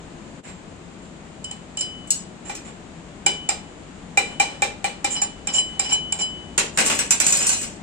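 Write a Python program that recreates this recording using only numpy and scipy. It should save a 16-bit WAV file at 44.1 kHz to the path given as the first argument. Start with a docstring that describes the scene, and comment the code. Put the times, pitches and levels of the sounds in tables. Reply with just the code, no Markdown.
"""Knocking slag off a weld

A hand tool knocks and scrubs a welded steel plate, close by, over the low rush of a small workshop.
Each knock rings plate and tool; in the strokes the steel catches on the rough weld and keeps them
singing. At the end loose slag, the weld's glassy crust, cracks off, bounces ever faster
and rattles to rest."""
import sys
import numpy as np
from scipy import signal
from scipy.fft import rfft, irfft, next_fast_len
from scipy.io import wavfile

SR = 44100
rng = np.random.default_rng(int(sys.argv[2]) if len(sys.argv) > 2 else 0)


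def log_audio(samples):
    """Write samples as a 16-bit WAV file to the path given in sys.argv[1]."""
    # one column per channel
    frames = np.atleast_2d(samples).T
    # limit to full scale, then quantise
    limited = np.clip(frames, -1, 1)
    pcm = np.round(limited * 32767).astype(np.int16)
    wavfile.write(sys.argv[1], SR, pcm)


N = 345227
LEFT_RIGHT = np.array([[.5], [-.5]])  # splits a difference between the two sides


def amp(db):
    """Turns decibels into gain."""
    return 10 ** (np.asarray(db) / 20)


def read(points, hz):
    """Looks up a table by pitch, sliding smoothly between its rows."""
    row_hz, value = np.transpose(points)
    return np.interp(np.log(hz + 1), np.log(row_hz + 1), value)


def sides(db):
    """Left and right gains for a lean: how many dB louder the left side is."""
    return amp(LEFT_RIGHT * db)


def add(mix, start, sound):
    """Mixes a stereo sound in, `start` seconds along."""
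    part = mix[:, round(start * SR):][:, :sound.shape[1]]
    part += sound[:, :part.shape[1]]


def noise(size, colour, likeness):
    """Stereo noise: colour(hz) is dB in a 1 kHz band, likeness(hz) how alike the sides are."""
    hz = np.fft.rfftfreq(size, 1 / SR)
    left, other = rfft(rng.standard_normal((2, size)))
    same = np.clip(likeness(hz), -1, 1)
    right = same * left + np.sqrt(1 - same ** 2) * other
    return np.sqrt(SR / 2000) * irfft(np.array([left, right]) * amp(colour(hz)), size)


# The tone of the background: a low rush with a faint hiss near 7 kHz, cut off above 9 kHz.
# Each row: pitch in Hz, relative level in dB.
BACKGROUND_COLOUR = [(15, -25), (25, -10), (64, -6), (128, -10), (164, -1.5), (320, -7), (500, -13.5),
                     (641, -13), (1420, -20.5), (2900, -24), (5810, -34), (7260, -24.5), (9300, -38),
                     (12100, -117.5), (20500, -120)]
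# Where the rush sits. Each row: pitch in Hz, lean to the left in dB.
RUSH_LEAN = [(60, 6), (950, 4.5), (15000, 0)]
# How alike its two sides are. Each row: pitch in Hz, likeness from 0 to 1.
RUSH_LIKENESS = [(60, 0.94), (200, 0.9), (550, 0.5), (1600, 0)]
# A slow swell and a brief dip, added together. Each row: time in seconds, level change in dB.
RUSH_SWELL = [(.4, 4.5), (.8, 4.5), (7.8, 6.5)]
RUSH_DIP = [(.395, -8.5), (.422, -24), (.47, -9.5)]
def background(base_db=-36.5):
    """A low rush with a faint hiss, stronger on the left; its level dips briefly once."""
    t = np.arange(N) / SR
    air = noise(next_fast_len(N),
                lambda hz: read(BACKGROUND_COLOUR, hz) + LEFT_RIGHT * read(RUSH_LEAN, hz),
                lambda hz: read(RUSH_LIKENESS, hz))[:, :N]
    level_db = base_db + np.interp(t, *np.transpose(RUSH_SWELL)) + np.interp(t, *np.transpose(RUSH_DIP))
    return amp(level_db) * air / air.mean(0).std()


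def catches(size, per_s, spread_db):
    """A random train of tiny contacts; spread_db makes their strengths uneven."""
    strengths = amp(spread_db * np.minimum(rng.exponential(1, size), 3))
    return strengths * rng.choice([-1, 1], size) * (rng.random(size) < per_s / SR)


def ring(notes, drive, hold=0.87, rise_s=0, uneven_db=0, side_radians=1.68):
    """Contacts wake an object's own notes. A note's ring time (to fade 60 dB) is scaled by `hold`."""
    t = np.arange(SR) / SR
    out = np.zeros((2, len(drive) + SR))
    spots = rng.uniform(-1, 1, len(notes))  # the spot touched can favour some notes
    for k, ((hz, db, ring_s, lean_db), spot) in enumerate(zip(notes, spots)):
        life_s = ring_s * max(hold, .1)
        age = t[t < life_s + 2 * rise_s]
        swing = np.tanh(age / (rise_s + 1 / hz)) ** 2 * amp(-60 * age / life_s)
        note = signal.fftconvolve(drive, np.exp(2j * np.pi * hz * age) * swing)
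        note /= abs(note).max() + 1e-12
        # each note reaches left and right out of step
        stereo = sides(lean_db) * np.exp(-1j * side_radians * (-1) ** k * LEFT_RIGHT)
        add(out, 0, amp(db + uneven_db * spot) * (stereo * note).imag)
    return out


# Where the contact noise sits. Each row: pitch in Hz, lean to the left in dB.
CONTACT_LEAN = [(300, 6), (1500, 1), (6000, 1.5), (8500, -0.5)]
def contact_noise(size, colour, tilt, alike_below_hz=1200):
    """The noise of things touching, reshaped by the (Hz, dB) points in `tilt`."""
    return noise(size, lambda hz: read(colour, hz) + read(tilt, hz) + LEFT_RIGHT * read(CONTACT_LEAN, hz),
                 lambda hz: 1 / (1 + (hz / alike_below_hz) ** 2))


def grit(size, per_s, grain_s):
    """The flickering loudness of many small scratches."""
    decay = np.exp(-1 / (grain_s * SR))
    power = signal.lfilter([1], [1, -decay], catches(size, per_s, spread_db=3.5) ** 2)
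    return np.sqrt(power / (power.mean() + 1e-20))


# The steel's notes. Each row: pitch in Hz, level in dB, base ring time in seconds, lean in dB.
MAIN_NOTES = [(2987, -6, 0.3, 3.6), (4056, -17.5, 0.21, 4), (2993, -6.5, 0.85, 6)]  # the plate's main ring: a quick first fade, then a long tail
BENDING_NOTES = [(807.4, 1.5, 0.074, 3), (2373, 1.5, 0.1, -3), (3950, -16, 0.18, 2)]  # the plate flexing
HIGH_NOTES = [(4954, -7.5, 0.3, 0.017), (5567, -4, 0.085, 0), (6070, -14.5, 0.054, 0.017),
              (8910, -13.5, 0.14, 0)]  # the plate's treble
PRESSED_TOOL_NOTES = [(6950, -20, 0.02, 5), (7205, -5, 0.018, -13), (7300, -10, 0.032, 5.5),
                      (7400, -11, 0.045, -11), (8360, -17, 0.045, 6), (8530, -24, 0.077, 13.5)]  # the tool held against the plate
# The tone of steel touching steel. Each row: pitch in Hz, level in dB.
STEEL_NOISE = [(100, -21), (300, 2.5), (700, -0.5), (1400, -4), (2500, -3), (3400, -8.5), (4050, -6),
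               (4600, -13.5), (5500, -10.5), (6400, -11), (8600, -1.5), (9900, -23.5), (15000, -16)]
# The strokes. Each row: start and length in seconds, then force, plate ring and tool ring in dB.
SCRUB_STROKES = [(0.426, 0.086, -38, -53, -39.5), (1.01, 0.049, -64, -55, -46),
                 (1.785, 0.016, -59, -42, -23), (2.441, 0.086, -37.5, -47, -32),
                 (2.641, 0.06, -38.5, -53, -38.5), (4.227, 0.13, -39, -50, -43),
                 (4.458, 0.12, -38.5, -41, -46), (5.096, 0.054, -37.5, -33, -17.5),
                 (5.148, 0.03, -30, -23.5, -39), (5.479, 0.027, -31.5, -23.5, -44),
                 (5.525, 0.057, -30.5, -20, -13.5), (5.669, 0.11, -42.5, -61, -59),
                 (5.83, 0.04, -32.5, -26, -28.5), (5.885, 0.038, -31, -21, -25),
                 (6.184, 0.036, -28.5, -25, -21.5), (6.72, 0.08, -65, -64, -33.5)]
def scrubbing(firm_db=-25):
    """Steel drags over the weld's ripples; every catch feeds the ring, which pressure keeps short."""
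    tones, hiss, singing = np.zeros((3, 2, N))
    for start, length, force, plate, tool in SCRUB_STROKES:
        size = int(length * SR)
        pressure = signal.windows.tukey(size, .5)
        drive = pressure * catches(size, per_s=1200, spread_db=0)
        skim_db = min(force - firm_db, 0)  # a light stroke only skims the weld
        add(singing, start, amp(plate + 2) * ring(MAIN_NOTES, drive, hold=0.47))
        add(tones, start, amp(force + skim_db) * ring(BENDING_NOTES, drive))
        add(tones, start, amp(plate - 4) * ring(HIGH_NOTES, drive, hold=1))
        add(tones, start, amp(tool + 1) * ring(PRESSED_TOOL_NOTES, drive, hold=4.7))
        scratch = contact_noise(size, STEEL_NOISE, [(2000, 1), (8500, -5), (10500, -32)])
        add(hiss, start, amp(force - 14) * pressure * grit(size, per_s=1500, grain_s=0.0021) * scratch)
    return tones, hiss, singing


def blow(chatter_s):
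    """One hard contact, then a brief chatter of lighter ones."""
    t = np.arange(SR // 50) / SR
    drive = catches(len(t), per_s=2100, spread_db=-2.5) * np.exp(-t / chatter_s)
    drive[0] = 1
    return drive


def crack(colour, tilt, fade_s, rise_s=0.0011):
    """The short burst of noise at the moment of contact."""
    t = np.arange(2048) / SR
    return contact_noise(len(t), colour, tilt) * np.exp(-t / fade_s) * (1 - np.exp(-t / rise_s))


# The knocks. Each row: start in seconds, then weight, sharpness and main ring in dB,
# freedom to ring from 0 to 1, boost of the upper bending notes in dB.
TOOL_KNOCKS = [(1.442, -62, -29, -33.5, 0.44, 0), (1.511, -48, -30, -33, 0.17, -8),
               (1.771, -46, -26, -30.5, 0.96, -4), (1.808, -56, -19, -54, 1, 8),
               (2.4945, -32, -38, -56, .6, -4.5), (3.262, -26, -11.5, -22.5, 0.76, 2.5),
               (3.489, -28.5, -14.5, -33, .75, 0), (4.1727, -20, -16, -32.5, 0.98, 4.5),
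               (4.398, -18, -19, -24, 0.73, 0.5), (4.62, -21.5, -18, -44, 0.2, 0),
               (4.842, -23.5, -28.5, -33, 0.5, -3.5), (5.0439, -24.5, -18, -35, 0.8, -2.5),
               (5.2161, -31.5, -20.5, -43, 0.4, -4), (5.471, -37.5, -20.5, -41, 0.8, 3),
               (5.582, -39, -26, -17, 0, -4), (5.794, -32, -14.5, -32.5, 0.75, 0),
               (5.9206, -30.5, -28, -24, 0.95, -3.5), (6.1225, -42, -17.5, -24.5, 0.1, 4)]
def knocks():
    """The tool strikes the plate: its weight thuds, its sharpness ticks and wakes the high notes."""
    tones, thuds, singing = np.zeros((3, 2, N))
    for start, weight, sharp, plate, freedom, _ in TOOL_KNOCKS:
        high = ring(HIGH_NOTES, blow(chatter_s=0.0013), hold=np.sqrt(freedom))
        tool = ring(PRESSED_TOOL_NOTES, blow(chatter_s=0.00047), hold=0.75, rise_s=0.0025)
        main = ring(MAIN_NOTES, blow(chatter_s=0.0039), hold=freedom, rise_s=0.0016)
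        tick = crack(STEEL_NOISE, [(1500, -16.5), (8000, 0), (11000, -16.5)], fade_s=0.0019)
        thud = crack(STEEL_NOISE, [(500, 1), (2600, 5.5), (7000, 6.5), (12000, -7)], fade_s=0.0053)
        add(tones, start, choked(start, amp(sharp - 6.5) * high + amp(sharp + 7.5) * tool))
        add(singing, start, choked(start, amp(plate + 4) * main))
        add(tones, start, amp(sharp + 1) * tick)
        add(thuds, start, (amp(weight - 4) + amp(sharp - 22)) * thud)
    return tones, thuds, singing


def choked(start, sound, damp_db=6, grip_s=0.0031):
    """Each later knock damps what is still ringing, the more so the harder the tool is held on."""
    t = start + np.arange(sound.shape[1]) / SR
    touches = sum(max(1 - freedom, 0) * np.clip((t - at) / grip_s, 0, 1)
                  for at, _, _, _, freedom, _ in TOOL_KNOCKS if at > start)
    return sound * amp(-damp_db * touches)


def clunks():
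    """The weight of each knock bends the plate: a short, hollow clunk."""
    out = np.zeros((2, N))
    for start, weight, _, _, _, upper_db in TOOL_KNOCKS:
        notes = [(hz, db + upper_db * (k > 0), ring_s, lean)
                 for k, (hz, db, ring_s, lean) in enumerate(BENDING_NOTES)]
        add(out, start, amp(weight + 5.5) * ring(notes, blow(chatter_s=0.0018), hold=1, rise_s=0.0028))
    return out


# The freed tool's notes. Each row: pitch in Hz, level in dB, base ring time in seconds, lean in dB.
FREE_TOOL_NOTES = [(7200, 2, 0.16, -1), (8140, -17, 0.057, -1)]
# The slips. Each row: start in seconds, plate ring in dB, tool ring in dB.
TOOL_SLIPS = [(1.808, -29, -36), (5.164, -25.5, -33), (5.219, -40.5, -15), (5.588, -24.5, -16.5),
              (5.927, -25.5, -14.5), (6.216, -24, -23.5)]
def slips():
    """The tool slips off the weld; let go, plate and tool sing on with a pure, fading ring."""
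    out = np.zeros((2, N))
    for start, plate_db, tool_db in TOOL_SLIPS:
        slip = blow(chatter_s=0.00037)
        main = amp(plate_db + 2) * ring(MAIN_NOTES, slip, rise_s=0.0066)
        high = amp(plate_db - 6) * ring(HIGH_NOTES, slip, rise_s=0.0015)
        tool = amp(tool_db + 1) * ring(FREE_TOOL_NOTES, slip, rise_s=0.0013)
        add(out, start, choked(start, main + high + tool))
    return out


# The slag's notes. Each row: pitch in Hz, level in dB, lean in dB.
SLAG_NOTES = [(1595, -18, 1), (2502, -8.5, -3.5), (2910, -36.5, 14), (3173, -22, 2.5), (3680.0, -22, -5),
              (4060.0, -22, 16), (4434, -10, -5), (4860, -22.5, -3), (5200, -4, 1), (5900.0, -1.5, -3),
              (6200.0, -5.5, -10), (6810, 4, 5), (7230, -3, -23), (7500, -4.5, 8), (7670, 0.5, -7),
              (7810, 5, 9), (8320, 0, 1), (8700, -6, 14.5), (9240, -29, -5), (11120, -18, 2),
              (14440, -18.5, -5)]
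def chiming(drive, hold, base_ring_s=0.15):
    """Slag rings; which notes stand out, and their exact pitch, depends on the edge that touches."""
    shifts = 1 + 0.0073 * rng.standard_normal(len(SLAG_NOTES))
    notes = [(hz * shift, db, base_ring_s, lean) for (hz, db, lean), shift in zip(SLAG_NOTES, shifts)]
    return ring(notes, drive, hold=hold, uneven_db=6.5)


def hollowed(sound, ring_s=0.021):
    """Noise turns hollow as it passes through the slag's notes, damped by the bench."""
    t = np.arange(SR // 8) / SR
    notes = sum(sides(lean) * np.cos(2 * np.pi * hz * t) for hz, _, lean in SLAG_NOTES)
    notes *= amp(-60 * t / ring_s)
    return signal.fftconvolve(sound, notes / np.linalg.norm(notes[0]), axes=1)


def smothered_db(clack, chime):
    """How far the ring drops: slag that lands flat clacks dully and hardly rings."""
    return np.minimum(chime - clack - 8, 0)


# The tone of slag touching the bench. 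Each row: pitch in Hz, level in dB.
SLAG_NOISE = [(100, -19), (170, -2), (300, -1.5), (700, -5), (1500, -7), (2600, -4), (4000, -9.5),
              (6000, -9), (8400, -2.5), (10000, -15), (14500, -20), (16000, -55.5)]
# The landings. Each row: start in seconds, dull clack in dB, bright chime in dB.
SLAG_LANDINGS = [(2.073, -75, -47), (2.105, -40, -18), (2.5508, -40.5, -34.5), (6.5778, -16, -14.5),
                 (6.774, -18, -16), (6.7853, -14.5, -16), (6.804, -43, -23.5), (6.8625, -23.5, -17.5),
                 (6.8988, -17, -18.5), (6.99, -21.5, -16.5), (7.1066, -20.5, -13.5), (7.2006, -20, -14),
                 (7.2649, -23, -15.5), (7.3231, -24.5, -17), (7.335, -32.5, -33), (7.3696, -30, -21),
                 (7.408, -27, -34), (7.4437, -28, -30), (7.4677, -37, -18), (7.4911, -28, -17.5),
                 (7.529, -30, -26), (7.613, -34, -30.5), (7.629, -34, -28.5)]
def landings():
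    """Glassy slag bounces on the bench: a chime, a tick, a clack and the bench's thud."""
    tones, cracks = np.zeros((2, 2, N))
    for start, clack, chime in SLAG_LANDINGS:
        smothered = smothered_db(clack, chime)
        ringing = chime + smothered
        add(tones, start, amp(ringing - 6) * chiming(blow(chatter_s=0.0019), hold=0.6))
        tick = crack(SLAG_NOISE, [(1500, chime - 25), (7500, chime), (11000, ringing)], fade_s=0.0015)
        add(tones, start, amp(5) * tick)
        tilt = [(200, clack - 12), (700, clack - 6), (1500, clack),
                (2500, max(clack, chime - 13)), (7000, chime), (11000, ringing)]
        burst = amp(7) * crack(SLAG_NOISE, tilt, fade_s=0.0026)
        add(cracks, start, amp(smothered - 6) * hollowed(burst))
        plain = amp(-13) + 1 - amp(smothered)  # the flatter it lands, the plainer the crack
        add(cracks, start, plain * burst)
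        thud = crack(SLAG_NOISE, [(250, -5), (900, 0), (2600, 2), (5000, -10)], fade_s=0.015)
        add(cracks, start, amp(clack - 5) * thud)
    return tones, cracks


def unrest(t, hold_s, rise_s=0.005, settle_db_per_s=127):
    """How strongly the crumbs move, t seconds into a rattle: they build, hold, then settle."""
    return (1 - np.exp(-t / rise_s)) * amp(-settle_db_per_s * np.maximum(t - hold_s, 0))


# The rattles. Each row: start and hold time in seconds, dull clack in dB, bright chime in dB.
CRUMB_RATTLES = [(6.786, 0.15, -28.5, -25), (7.212, 0.3, -32, -24.5)]
def rattles(rock_s=0.021, settle_s=0.3):
    """Between bounces the pieces skid and rock, meeting the bench with a new edge about every rock_s."""
    tones, crumbs = np.zeros((2, 2, N))
    for start, hold_s, clack, chime in CRUMB_RATTLES:
        t = np.arange(0, hold_s + settle_s, 1 / SR)
        for at in np.arange(0, hold_s + settle_s, rock_s):
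            force = amp(chime + smothered_db(clack, chime) - 5) * unrest(at, hold_s)
            touch_s = start + at + rock_s * rng.random()
            add(tones, touch_s, force * chiming(blow(chatter_s=0.0055), hold=0.92))
        skid = unrest(t, hold_s) * grit(len(t), per_s=80, grain_s=0.0018)
        scrape = contact_noise(len(t), SLAG_NOISE, [(700, -4), (2500, -6), (4500, -8)])
        fizz = contact_noise(len(t), SLAG_NOISE, [(1500, -8), (6000, -10.5), (12000, -14)])
        add(crumbs, start, amp(clack - 7) * skid * scrape)
        add(crumbs, start, amp(chime - 13) * hollowed(skid * fizz, ring_s=0.092))
    return tones, crumbs


# How long the room echoes. Each row: pitch in Hz, seconds to fade by 60 dB.
ECHO_TIMES = [(200, 0.34), (600, 0.37), (1500, 0.28), (4000, 0.33), (8800, 0.23), (11000, 0.16)]
def room(sound, echoes_per_s=5000, build_s=0.0025, alike_below_hz=500):
    """Dense echoes from bench and walls, each pitch dying at its own speed."""
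    size = SR // 2
    echoes = rng.choice([-1., 1.], (2, size)) * (rng.random((2, size)) < echoes_per_s / SR)
    hz, t, (left, other) = signal.stft(echoes, SR, nperseg=256)
    same = 1 / (1 + (hz[:, None] / alike_below_hz) ** 2)  # long waves reach both sides alike
    right = same * left + np.sqrt(1 - same ** 2) * other
    fade = amp(-60 * t / read(ECHO_TIMES, hz)[:, None])
    tail = signal.istft(np.array([left, right]) * fade, SR, nperseg=256)[1][:, :size]
    tail *= (1 - np.exp(-np.arange(size) / SR / build_s)) ** 2
    tail /= np.linalg.norm(tail, axis=1, keepdims=True)
    return signal.fftconvolve(sound, tail, axes=1)[:, :N]


def scene():
    """The ringing steel is close, with little echo; the cracks fill the room."""
    steel, steel_noise, singing = np.add(knocks(), scrubbing())
    singing += slips()
    clunk = clunks()
    slag, slag_noise = np.add(landings(), rattles())
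    # Each pair: a sound, the level of its echo in dB.
    layers = [(steel, -8), (singing, -17), (clunk, -9), (slag, -6), (steel_noise + slag_noise, 3)]
    direct = sum(sound for sound, _ in layers)
    echo = room(sum(amp(echo_db) * sound for sound, echo_db in layers))
    return direct + echo + background()


def record(dry):
    """Cuts away the highest treble, above 16000 Hz."""
    lowpass = signal.firwin(255, 16000, window=("kaiser", 9), fs=SR)
    return signal.oaconvolve(dry, lowpass[None], "same", axes=1)


dry = scene()
out = record(dry)
log_audio(out)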